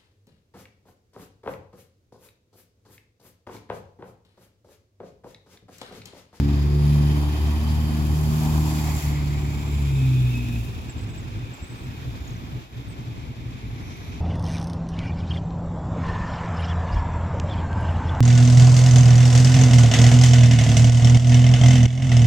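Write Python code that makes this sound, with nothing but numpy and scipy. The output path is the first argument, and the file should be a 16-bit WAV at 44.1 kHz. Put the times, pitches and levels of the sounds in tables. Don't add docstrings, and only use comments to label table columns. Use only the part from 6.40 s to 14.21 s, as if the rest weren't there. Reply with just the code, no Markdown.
import sys
import numpy as np
from scipy import signal
from scipy.fft import rfft, irfft, next_fast_len
from scipy.io import wavfile

SR = 44100
rng = np.random.default_rng(int(sys.argv[2]) if len(sys.argv) > 2 else 0)


def put_to_file(sound):
    columns = np.atleast_2d(sound).T
    safe = np.clip(columns, -1, 1)
    whole_steps = np.round(safe * 32767)
    wavfile.write(sys.argv[1], SR, whole_steps.astype(np.int16))


N = 344224
TIME = np.arange(N) / SR
BIN_HZ = np.maximum(np.fft.rfftfreq(N, 1 / SR), 1)


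def undb(db):
    return 10 ** (np.asarray(db) / 20)


def unit(x):
    return x / np.sqrt(np.mean(x ** 2))


def curves(table):
    times_s, *columns = np.transpose(table)
    return [np.interp(TIME, times_s, column) for column in columns]


def swell(from_s, until_s, rise_db_per_s, fall_db_per_s):
    return -rise_db_per_s * np.maximum(from_s - TIME, 0) - fall_db_per_s * np.maximum(TIME - until_s, 0)


def bump(at_s, half_s):
    return np.exp(-((TIME - at_s) / half_s) ** 2)


def turns(hz):
    return 2 * np.pi * np.cumsum(hz) / SR


def across(points):
    hz, value = np.transpose(points)
    return np.interp(np.log(BIN_HZ), np.log(hz), value)


def colour(points):
    skirts = np.minimum(BIN_HZ / points[0][0], 1) * np.minimum(points[-1][0] / BIN_HZ, 1)
    return undb(across(points)) * skirts ** 6


def walk(rate_hz):
    size = next_fast_len(N)
    hz = np.fft.rfftfreq(size, 1 / SR)
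    smoothing = np.exp(-(hz / rate_hz) ** 2 / 2)
    return unit(irfft(rfft(rng.standard_normal(size)) * smoothing, size)[:N])


def noise():
    return rng.standard_normal((3, N))


def wet_noise(drops_per_s, spread_db, drop_gain):
    parts = noise()
    for part in parts:
        size = undb(spread_db * np.minimum(rng.exponential(size=N), 5))
        hits = rng.random(N) < drops_per_s / SR
        part += drop_gain * unit(hits * size * rng.standard_normal(N))
    return parts


def band(hz, width_hz):
    count = int(8 * width_hz * N / SR)
    offset_hz = np.fft.fftfreq(count, N / SR / count)
    phases = 2 * np.pi * rng.random((count, 3)).T
    envelopes = np.fft.ifft(np.exp(1j * phases - (offset_hz / width_hz) ** 2 / 2))
    coarse_s = np.linspace(0, N / SR, count)
    carrier = np.exp(1j * turns(hz))
    return np.array([unit(np.real(np.interp(TIME, coarse_s, env) * carrier)) for env in envelopes])


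def stereo(parts, eq, lag_ms, above_hz):
    # freq_hz, coherence (0-1)
    likeness = [(60, 0.55), (300, 0.81), (900, 1), (3000, 0.43), (5000, 0.19), (10000, 0.26), (15000, 0.3)]
    common, *diffuse = rfft(parts)
    share = np.clip(across(likeness), 0, 1)
    delay = np.exp(-2j * np.pi * np.maximum(BIN_HZ - above_hz, 0) * lag_ms / 1000)
    pair = np.sqrt(share) * np.array([common, common * delay]) + np.sqrt(1 - share) * np.array(diffuse)
    return unit(irfft(pair * eq, N))


def traffic(level_db=-48):
    # freq_hz, gain_db
    wash_eq = [(300, 9.5), (550, 1), (850, 3.5), (1500, -5), (2000, -5.5), (2500, -3), (3000, -5.5),
               (4000, -10.5), (6000, -13), (7500, -18.5), (8800, -25.5), (11000, -29), (13300, -50),
               (16000, -46)]
    wash = stereo(noise(), colour(wash_eq), lag_ms=0.529, above_hz=72)
    return wash * undb(level_db + 1.54 * walk(17))


def high_hiss(peak_s=5.6, centre_hz=12600, sink_hz_per_s=600):
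    hz = centre_hz - sink_hz_per_s * (TIME - peak_s)
    hiss = stereo(band(hz, width_hz=1150), 1, lag_ms=0.625, above_hz=600)
    level_db = -65.5 + swell(peak_s, peak_s, rise_db_per_s=20, fall_db_per_s=2)
    pan_left = undb([[2], [-9]])
    return hiss * undb(level_db) * pan_left


def bird(rasp_hz=70, rasp_db=2.2, pip_s=0.007, pip_fall_hz=550):
    # start_s, length_s, first_hz, middle_hz, last_hz, level_db
    whistles = [(4.494, 0.021, 7100, 7750, 7350, -49), (4.516, .014, 7400, 7200, 7050, -58),
                (4.572, .022, 7480, 7600, 7750, -56), (4.595, .055, 7800, 8100, 7900, -61),
                (4.68, .06, 7950, 7900, 7800, -61), (4.743, .012, 7800, 7700, 7600, -58),
                (4.775, .03, 7700, 7760, 7740, -55), (5.133, 0.02, 6950, 7750, 7250, -48.5),
                (5.156, 0.06, 7200, 7330, 7480, -61.5), (5.215, 0.042, 7520, 7720, 7850, -53),
                (5.258, 0.032, 7950, 8120, 8080, -60), (5.29, .048, 7980, 7950, 8020, -58.5),
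                (5.345, 0.08, 8200, 8200, 8000, -62), (5.425, .043, 7950, 7920, 7800, -64),
                (6.478, 0.06, 8600, 8150, 7750, -58)]
    # centre_s, pitch_hz, level_db
    pips = [(4.611, 7060, -58), (4.674, 6850, -58), (4.707, 6900, -56), (4.738, 6900, -56.5),
            (4.772, 6850, -56), (4.807, 6850, -55), (5.823, 6950, -58), (5.852, 6950, -52),
            (5.879, 6850, -45), (5.908, 6600, -50), (5.937, 6250, -54), (5.968, 5980, -50)]
    song = np.zeros(N)
    jitter_hz, flicker = rasp_hz * walk(200), undb(rasp_db * walk(130))
    for start_s, length_s, *pitches_hz, db in whistles:
        progress = np.linspace(0, 1, int(length_s * SR))
        at = int(start_s * SR) + np.arange(len(progress))
        glide_hz = np.polyval(np.polyfit([0, .5, 1], pitches_hz, 2), progress)
        envelope = np.sqrt(2 * np.abs(np.sin(np.pi * progress)))
        song[at] += undb(db) * flicker[at] * envelope * np.sin(turns(glide_hz + jitter_hz[at]))
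    for centre_s, hz, db in pips:
        progress = np.linspace(-.5, .5, int(pip_s * SR))
        at = int((centre_s - pip_s / 2) * SR) + np.arange(len(progress))
        envelope = np.sqrt(2) * np.cos(np.pi * progress)
        song[at] += undb(db) * envelope * np.sin(turns(hz - pip_fall_hz * progress))
    return np.array([song, np.roll(song, 6)])


def tick(decay_s=0.0019, trim_db=-5):
    # start_s, level_db
    hits = [(7.5697, -45)]
    burst = stereo(noise(), colour([(7000, -8), (12500, 3), (15000, -9)]), lag_ms=0.1, above_hz=720)
    return burst * sum((TIME > s) * np.exp(-np.abs(TIME - s) / decay_s) * undb(db + trim_db)
                       for s, db in hits)


def rumble(road_trim_db=-2, puff_trim_db=-1, puff_roar_db=-7, far_from_s=4.4, flutter_db=1.4):
    # time_s, level_db
    roar_levels = [(0, -29), (.7, -31.5), (1.5, -29), (2.3, -29.5), (3, -31), (4.2, -31), (4.5, -33.5),
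                   (5.3, -33.5), (5.7, -32.5), (6.15, -34.5), (7.3, -34), (7.6, -34.5)]
    # freq_hz, gain_db
    roar_eq = [(15, -18), (28, -24), (48, 1), (85, -0.5), (120, -3), (150, -3.5), (195, -9.5), (245, -8),
               (310, -12.5), (420, -21), (600, -32)]
    # time_s, firing_hz, level_db
    engine = [(0, 127.4, -49), (.8, 129, -44), (1.3, 131.3, -46), (3.4, 130.8, -52), (4.28, 116, -48),
              (4.5, 117, -38), (4.7, 104.3, -38), (4.9, 97.6, -40), (5.02, 116.3, -38), (5.15, 123, -50),
              (6.4, 120.6, -46.5), (7.8, 111.4, -46)]
    # centre_s, half_length_s, pitch_hz, level_db
    puffs = [(4.297, 0.029, 118, -28.5), (4.38, 0.028, 80.2, -31.5), (4.474, 0.038, 117.5, -34),
             (4.577, 0.022, 72.4, -29), (4.649, 0.029, 109, -31.5), (4.705, .018, 100.2, -33),
             (4.854, .049, 126.5, -36), (4.954, 0.022, 110, -35.5), (5.032, .03, 117, -32),
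             (5.105, .022, 124, -35), (5.224, 0.021, 70.3, -31), (5.345, .022, 119.3, -33),
             (5.479, 0.04, 122, -30), (5.678, 0.049, 122, -31), (5.828, .03, 68.45, -34),
             (5.935, .04, 119.6, -32), (6.161, .029, 124.2, -30), (6.39, .033, 121, -29.5),
             (6.491, .035, 119, -34.5), (6.61, 0.048, 116.6, -33), (6.695, 0.036, 117.2, -30.5),
             (6.802, .027, 114.8, -37), (6.907, 0.018, 120.3, -32.5), (6.976, .02, 116, -37),
             (7.069, 0.027, 120.8, -29.5), (7.147, 0.022, 114, -32), (7.246, 0.027, 116, -31.5),
             (7.287, .02, 62, -35), (7.336, 0.027, 113, -32), (7.447, 0.02, 122, -36.5),
             (7.718, 0.032, 91.9, -37.5)]
    road_db, = curves(roar_levels)
    firing_hz, engine_db = curves(engine)
    waver = 0.62 * walk(10.8)
    note = undb(engine_db) * np.cos(turns(firing_hz) + waver)
    puffing = 0
    for centre_s, half_s, hz, db in puffs:
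        puff = undb(db + puff_trim_db) * bump(centre_s, half_s)
        note += puff * np.cos(2 * np.pi * hz * TIME + waver)
        puffing += puff
    far = undb(swell(far_from_s, N / SR, 59.9, 0))
    road = stereo(noise(), colour(roar_eq), lag_ms=0.79, above_hz=320)
    road *= undb(road_db + road_trim_db + flutter_db * far * walk(21))
    puff_roar = stereo(noise(), colour(roar_eq), lag_ms=0.79, above_hz=320)
    return road + puff_roar * puffing * undb(puff_roar_db) + np.sqrt(2) * note


def gurgles(count=800, low_hz=1456, high_hz=2980, cycles=12, glide=0.039, spread_db=12, lag_s=0.00048):
    bubbles = np.zeros(N + SR)
    for when, pitch, size in rng.random((count, 3)):
        hz = low_hz * (high_hz / low_hz) ** pitch
        age = np.arange(0, 2 * np.pi, hz / (cycles * SR))
        at = int(when * N) + np.arange(len(age))
        ring = np.sin(2 * np.pi * cycles * age * (1 + glide * age / 2))
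        bubbles[at] += undb(spread_db * size) * np.sqrt(age) * np.exp(-age) * ring
    level_db = -60 + swell(from_s=4.7, until_s=5.2, rise_db_per_s=8, fall_db_per_s=1.7)
    slop = unit(bubbles[:N]) * undb(level_db)
    return np.array([slop, np.interp(TIME - lag_s, TIME, slop)])


def squeal(pitch_hz=2570, upper_ratio=1.39, waver_hz=7):
    # centre_s, half_length_s, pitch_hz, level_db
    flares = [(3.52, .025, 2530, -51), (3.6, .022, 2560, -45), (3.65, .02, 2500, -49),
              (3.77, .035, 2490, -48), (3.79, .035, 3470, -50), (3.865, .022, 2510, -44.5),
              (3.88, .035, 3530, -50), (3.92, .02, 2690, -48), (3.962, .018, 2565, -38.5),
              (3.997, .018, 2555, -44.5), (4.055, .016, 2590, -49), (4.1, .015, 2540, -50),
              (4.13, .016, 2500, -47), (4.16, .012, 2580, -48)]
    level_db = -51 + swell(from_s=3.6, until_s=4.15, rise_db_per_s=45, fall_db_per_s=26)
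    upper_db = -1.5 + swell(from_s=3.55, until_s=3.85, rise_db_per_s=8, fall_db_per_s=10)
    ring_hz = pitch_hz + 25 * walk(12)
    modes = band(ring_hz, width_hz=175) + undb(upper_db) * band(upper_ratio * ring_hz, width_hz=170)
    modes[0] *= 1.7
    rough = stereo(modes, 1, lag_ms=0.7, above_hz=920) * undb(level_db)
    waver = waver_hz * walk(37)
    pure = sum(undb(db) * bump(s, half_s) * np.sin(turns(hz + waver)) for s, half_s, hz, db in flares)
    return rough + np.sqrt(2) * np.array([pure, np.roll(pure, 18)])


def tyre_hiss(flutter_db=1.3):
    # full_from_s, until_s, rise_db_per_s, fall_db_per_s, centre_hz, glide_hz_per_s, width_hz, level_db
    hisses = [(0, 1.3, 10, 8, 1840, 10, 280, -52.5), (0, 1.9, 10, 14, 4790, -50, 290, -52.5),
              (.72, 1.2, 42, 9, 3100, -35, 110, -49.5), (.45, 2.4, 60, 35, 9550, 150, 300, -60),
              (.47, 2.6, 60, 60, 11000, 40, 330, -59), (1.7, 2.6, 6, 60, 12450, 150, 480, -56),
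              (3.4, 3.6, 35, 16, 11050, -500, 300, -61), (3.55, 3.9, 25, 25, 10200, -500, 260, -64),
              (2.55, 2.6, 40, 13, 2040, 280, 280, -45), (2.45, 2.55, 12, 26, 4650, -50, 290, -49),
              (2.5, 2.58, 15, 45, 7250, -60, 400, -46.5), (3.1, 3.4, 16, 18, 7280, 250, 420, -54),
              (3.5, 4.1, 8, 22, 2430, 180, 280, -50), (3.3, 4.2, 14, 45, 14900, 0, 600, -64),
              (4.3, 5.5, 20, 1.5, 3570, 0, 200, -61.5), (5.05, 5.5, 14, 12, 1450, 0, 260, -57.5),
              (5.1, 5.3, 12, 15, 2450, -90, 280, -54), (7.55, 7.8, 7, 10, 2270, 0, 320, -53),
              (7.45, 7.65, 40, 20, 3900, 0, 400, -62), (7.45, 7.55, 100, 18, 5850, 0, 450, -58.5),
              (7.52, 7.63, 30, 25, 11600, 0, 900, -64)]
    mix = 0
    for from_s, until_s, rise, fall, hz, glide, width_hz, db in hisses:
        hiss = stereo(band(hz + glide * (TIME - from_s), width_hz), 1, lag_ms=0.595, above_hz=570)
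        mix += hiss * undb(db + swell(from_s, until_s, rise, fall) + flutter_db * walk(14))
    return mix


def bow_waves(width_hz=135):
    # centre_s, half_length_s, pitch_hz, level_db
    waves = [(.8, .05, 802, -49), (0.999, .08, 930, -45.5), (1.321, .12, 857, -46.5),
             (1.798, .06, 801, -46), (2.04, 0.056, 831, -40), (2.13, 0.052, 898, -48),
             (2.257, 0.048, 931, -41), (2.409, 0.047, 881, -43), (2.501, .05, 830, -45)]
    pitch_hz, = curves([(s, hz) for s, _, hz, _ in waves])
    force = sum(undb(db) * bump(s, half_s) for s, half_s, _, db in waves)
    return stereo(band(pitch_hz, width_hz), 1, lag_ms=0.56, above_hz=720) * force


def floodwater(churn_trim_db=4, swish_trim_db=3.5, spray_trim_db=5.5):
    # time_s, churn_db, swish_db
    water_levels = [(0.03, -47, -48), (0.11, -43.5, -47), (0.24, -46, -50), (0.74, -43, -46.5),
                    (1.71, -43, -49.5), (2.1, -40, -45), (2.6, -42, -44.5), (2.77, -46, -48.5),
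                    (3.18, -47, -49), (3.85, -52.5, -49), (4.67, -55, -57), (5.73, -55.5, -54),
                    (6.42, -59, -59), (7.78, -55.5, -55.5)]
    # time_s, level_db
    spray_levels = [(0.06, -60), (0.38, -60), (0.46, -56), (1.5, -55.5), (1.99, -48), (2.4, -47),
                    (2.65, -46), (2.77, -57), (4.25, -58.5), (4.35, -63), (4.6, -67.5)]
    # centre_s, half_length_s, boost_db
    spurts = [(.78, .04, 2), (3.905, .012, 4), (3.975, .014, 3), (4.2, .02, 3), (4.26, .015, 3)]
    # time_s, right_share (0-1)
    crossing = [(2.35, 0), (2.75, .8), (4.2, .7), (4.8, .1)]
    # freq_hz, gain_db
    churn_eq = [(240, 7.5), (400, -3), (500, -12), (650, -4), (827, -2.5), (1130, -4.5), (1430, -10.5),
                (1700, -10.5), (2210, -53), (3740, -120)]
    swish_eq = [(820, -19), (1400, 2.5), (2200, -2.5), (2480, 6), (2780, -0.5), (3090, 3), (4180, -2.5),
                (4720, -3.5), (6050, -9), (7250, -7.5), (8500, -24.5), (11000, -23), (18700, -120)]
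    spray_eq = [(3000, -42), (5000, -3), (7000, -1), (8200, -6), (9000, -8), (10500, -4.5), (12600, -2.5),
                (14200, -6.5), (15800, -7)]
    churn_db, swish_db = curves(water_levels)
    right_share, = curves(crossing)
    spray_db, = curves(spray_levels)
    spray_db += swell(from_s=0, until_s=5.8, rise_db_per_s=0, fall_db_per_s=12)
    spray_db += sum(db * bump(s, half_s) for s, half_s, db in spurts)
    surge = walk(31)
    splashes = wet_noise(drops_per_s=2500, spread_db=4.5, drop_gain=0.37)
    droplets = wet_noise(drops_per_s=3000, spread_db=3.8, drop_gain=0.8)
    bubbles = [wet_noise(drops_per_s=900, spread_db=2.5, drop_gain=0.53) for _ in range(2)]
    from_left = stereo(bubbles[0], colour(churn_eq), lag_ms=0.73, above_hz=827)
    from_right = stereo(bubbles[1], colour(churn_eq), lag_ms=0.54, above_hz=630)[::-1]
    churn = np.sqrt(1 - right_share) * from_left + np.sqrt(right_share) * from_right
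    swish = stereo(splashes, colour(swish_eq), lag_ms=0.677, above_hz=800)
    spray = stereo(droplets, colour(spray_eq), lag_ms=0.675, above_hz=1060)
    return (churn * undb(churn_db + churn_trim_db + walk(12))
            + swish * undb(swish_db + swish_trim_db + 1.4 * surge)
            + spray * undb(spray_db + spray_trim_db + 0.85 * surge))


def exhaust(lag_s=0.00032, throb_db=0.77, flutter_db=1.1, waver_rad=0.42):
    # time_s, pulse_hz, fundamental_db, octave_db
    drone = [(.03, 71.2, -19.3, -23.5), (.17, 71.9, -19.7, -25), (.35, 72.7, -21.2, -21.5),
             (.52, 73.1, -20.5, -19), (.72, 73.5, -20.7, -21.5), (.87, 73.9, -22.3, -27),
             (.98, 74.4, -22.5, -40), (1.09, 74.8, -19.7, -30.5), (1.18, 75.1, -22, -45),
             (1.27, 75.2, -22, -29), (1.38, 75.4, -19.8, -29), (1.55, 75.6, -26.5, -26.5),
             (1.72, 75.9, -21.7, -24.7), (1.88, 76.2, -25, -22.7), (2.01, 76.5, -29.5, -23.3),
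             (2.19, 76.8, -22.8, -24), (2.38, 76.5, -28.5, -25), (2.52, 75.7, -24, -26),
             (2.72, 73.6, -25.3, -25), (2.86, 72.6, -28, -26.5), (3.21, 72.2, -32, -30),
             (3.37, 72, -24, -28.5), (3.52, 69, -27, -22), (3.62, 66, -27, -19.7), (3.77, 63.5, -32, -18.7),
             (3.87, 62, -29, -20.3), (3.99, 60.6, -31.5, -27.5), (4.21, 58, -31, -27.5)]
    # time_s, third_db, fourth_db, fifth_db
    harmonics = [(0, -28.5, -29, -41), (.1, -29, -29, -37), (.2, -33, -38, -43), (.35, -38, -47, -35),
                 (.52, -29.8, -40, -43), (.78, -32, -32.7, -40), (.91, -52, -36, -44),
                 (1.08, -33, -38, -43), (1.29, -32, -43, -54), (1.55, -31, -37, -49),
                 (1.68, -35, -37.5, -50), (1.77, -44, -47, -50), (1.89, -31.5, -44, -44.5),
                 (2.03, -29.5, -40, -49), (2.24, -37, -35, -48), (2.38, -32.5, -37, -50),
                 (2.62, -41, -42, -53), (3.44, -43, -44.5, -49), (3.66, -54, -36, -46),
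                 (3.78, -54, -37, -42.5), (3.88, -54, -42, -44), (3.98, -54, -33.5, -46),
                 (4.2, -55, -40, -49)]
    # pulse_multiple, level_db (relative to the fifth harmonic)
    overtones = [(3.5, -8), (6, -11), (7, -13)]
    pulse_hz, *low_db = curves(drone)
    upper_db = curves(harmonics)
    right_lag = 2 * np.pi * pulse_hz * lag_s * np.array([[0], [1]])
    phase = turns(pulse_hz) - right_lag + 0.027 * walk(35)

    def smeared(k):
        return k * phase - k ** 2 * np.pi / 12

    note = sum(undb(db + throb_db * walk(1.2)) * np.cos(smeared(k)) for k, db in enumerate(low_db, 1))
    lope_db = -35 - 0.7 * TIME + walk(3)
    lope_db += swell(from_s=0, until_s=3.8, rise_db_per_s=0, fall_db_per_s=60)
    partials = [(1.5, lope_db), *enumerate(upper_db, 3)]
    partials += [(k, upper_db[-1] + db) for k, db in overtones]
    for k, db in partials:
        note += undb(db + flutter_db * walk(2.6)) * np.cos(smeared(k) + waver_rad * walk(0.6))
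    release = undb(swell(from_s=0, until_s=4.22, rise_db_per_s=0, fall_db_per_s=220))
    return np.sqrt(2) * note * release


def scene():
    # centre_s, half_length_s, bass_db, treble_db
    lulls = [(2.612, 0.022, -15, -1.5), (4.529, .016, -8, 0), (5.175, 0.031, -8, 0),
             (5.275, 0.022, -12, -1.5), (5.385, .018, -9, 0), (5.565, 0.016, -7, 0),
             (6.284, 0.046, -16, -4.5), (6.44, .014, -9, 0), (6.946, 0.021, -9, -1.5), (7.205, .014, -6, 0)]
    bass_dip_db = sum(db * bump(s, half_s) for s, half_s, db, _ in lulls)
    treble_dip_db = sum(db * bump(s, half_s) for s, half_s, _, db in lulls)
    bass = exhaust() + rumble()
    treble = floodwater() + bow_waves() + gurgles() + tyre_hiss() + high_hiss() + squeal() + traffic()
    return bass * undb(bass_dip_db) + treble * undb(treble_dip_db) + bird() + tick()


def record(dry, top_hz=15800):
    # freq_hz, left_minus_right_db
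    balance = [(100, 0.35), (280, -1.6), (600, 0.5), (3000, -0.8), (6500, 1.5), (8000, -3), (9500, 0),
               (13500, 5), (15500, 2)]
    side_eq = undb(np.array([[.5], [-.5]]) * across(balance))
    coloured = irfft(rfft(dry) * side_eq, N)
    return signal.sosfilt(signal.ellip(10, .2, 80, top_hz, fs=SR, output="sos"), coloured)


dry = scene()
out = record(dry)
put_to_file(out)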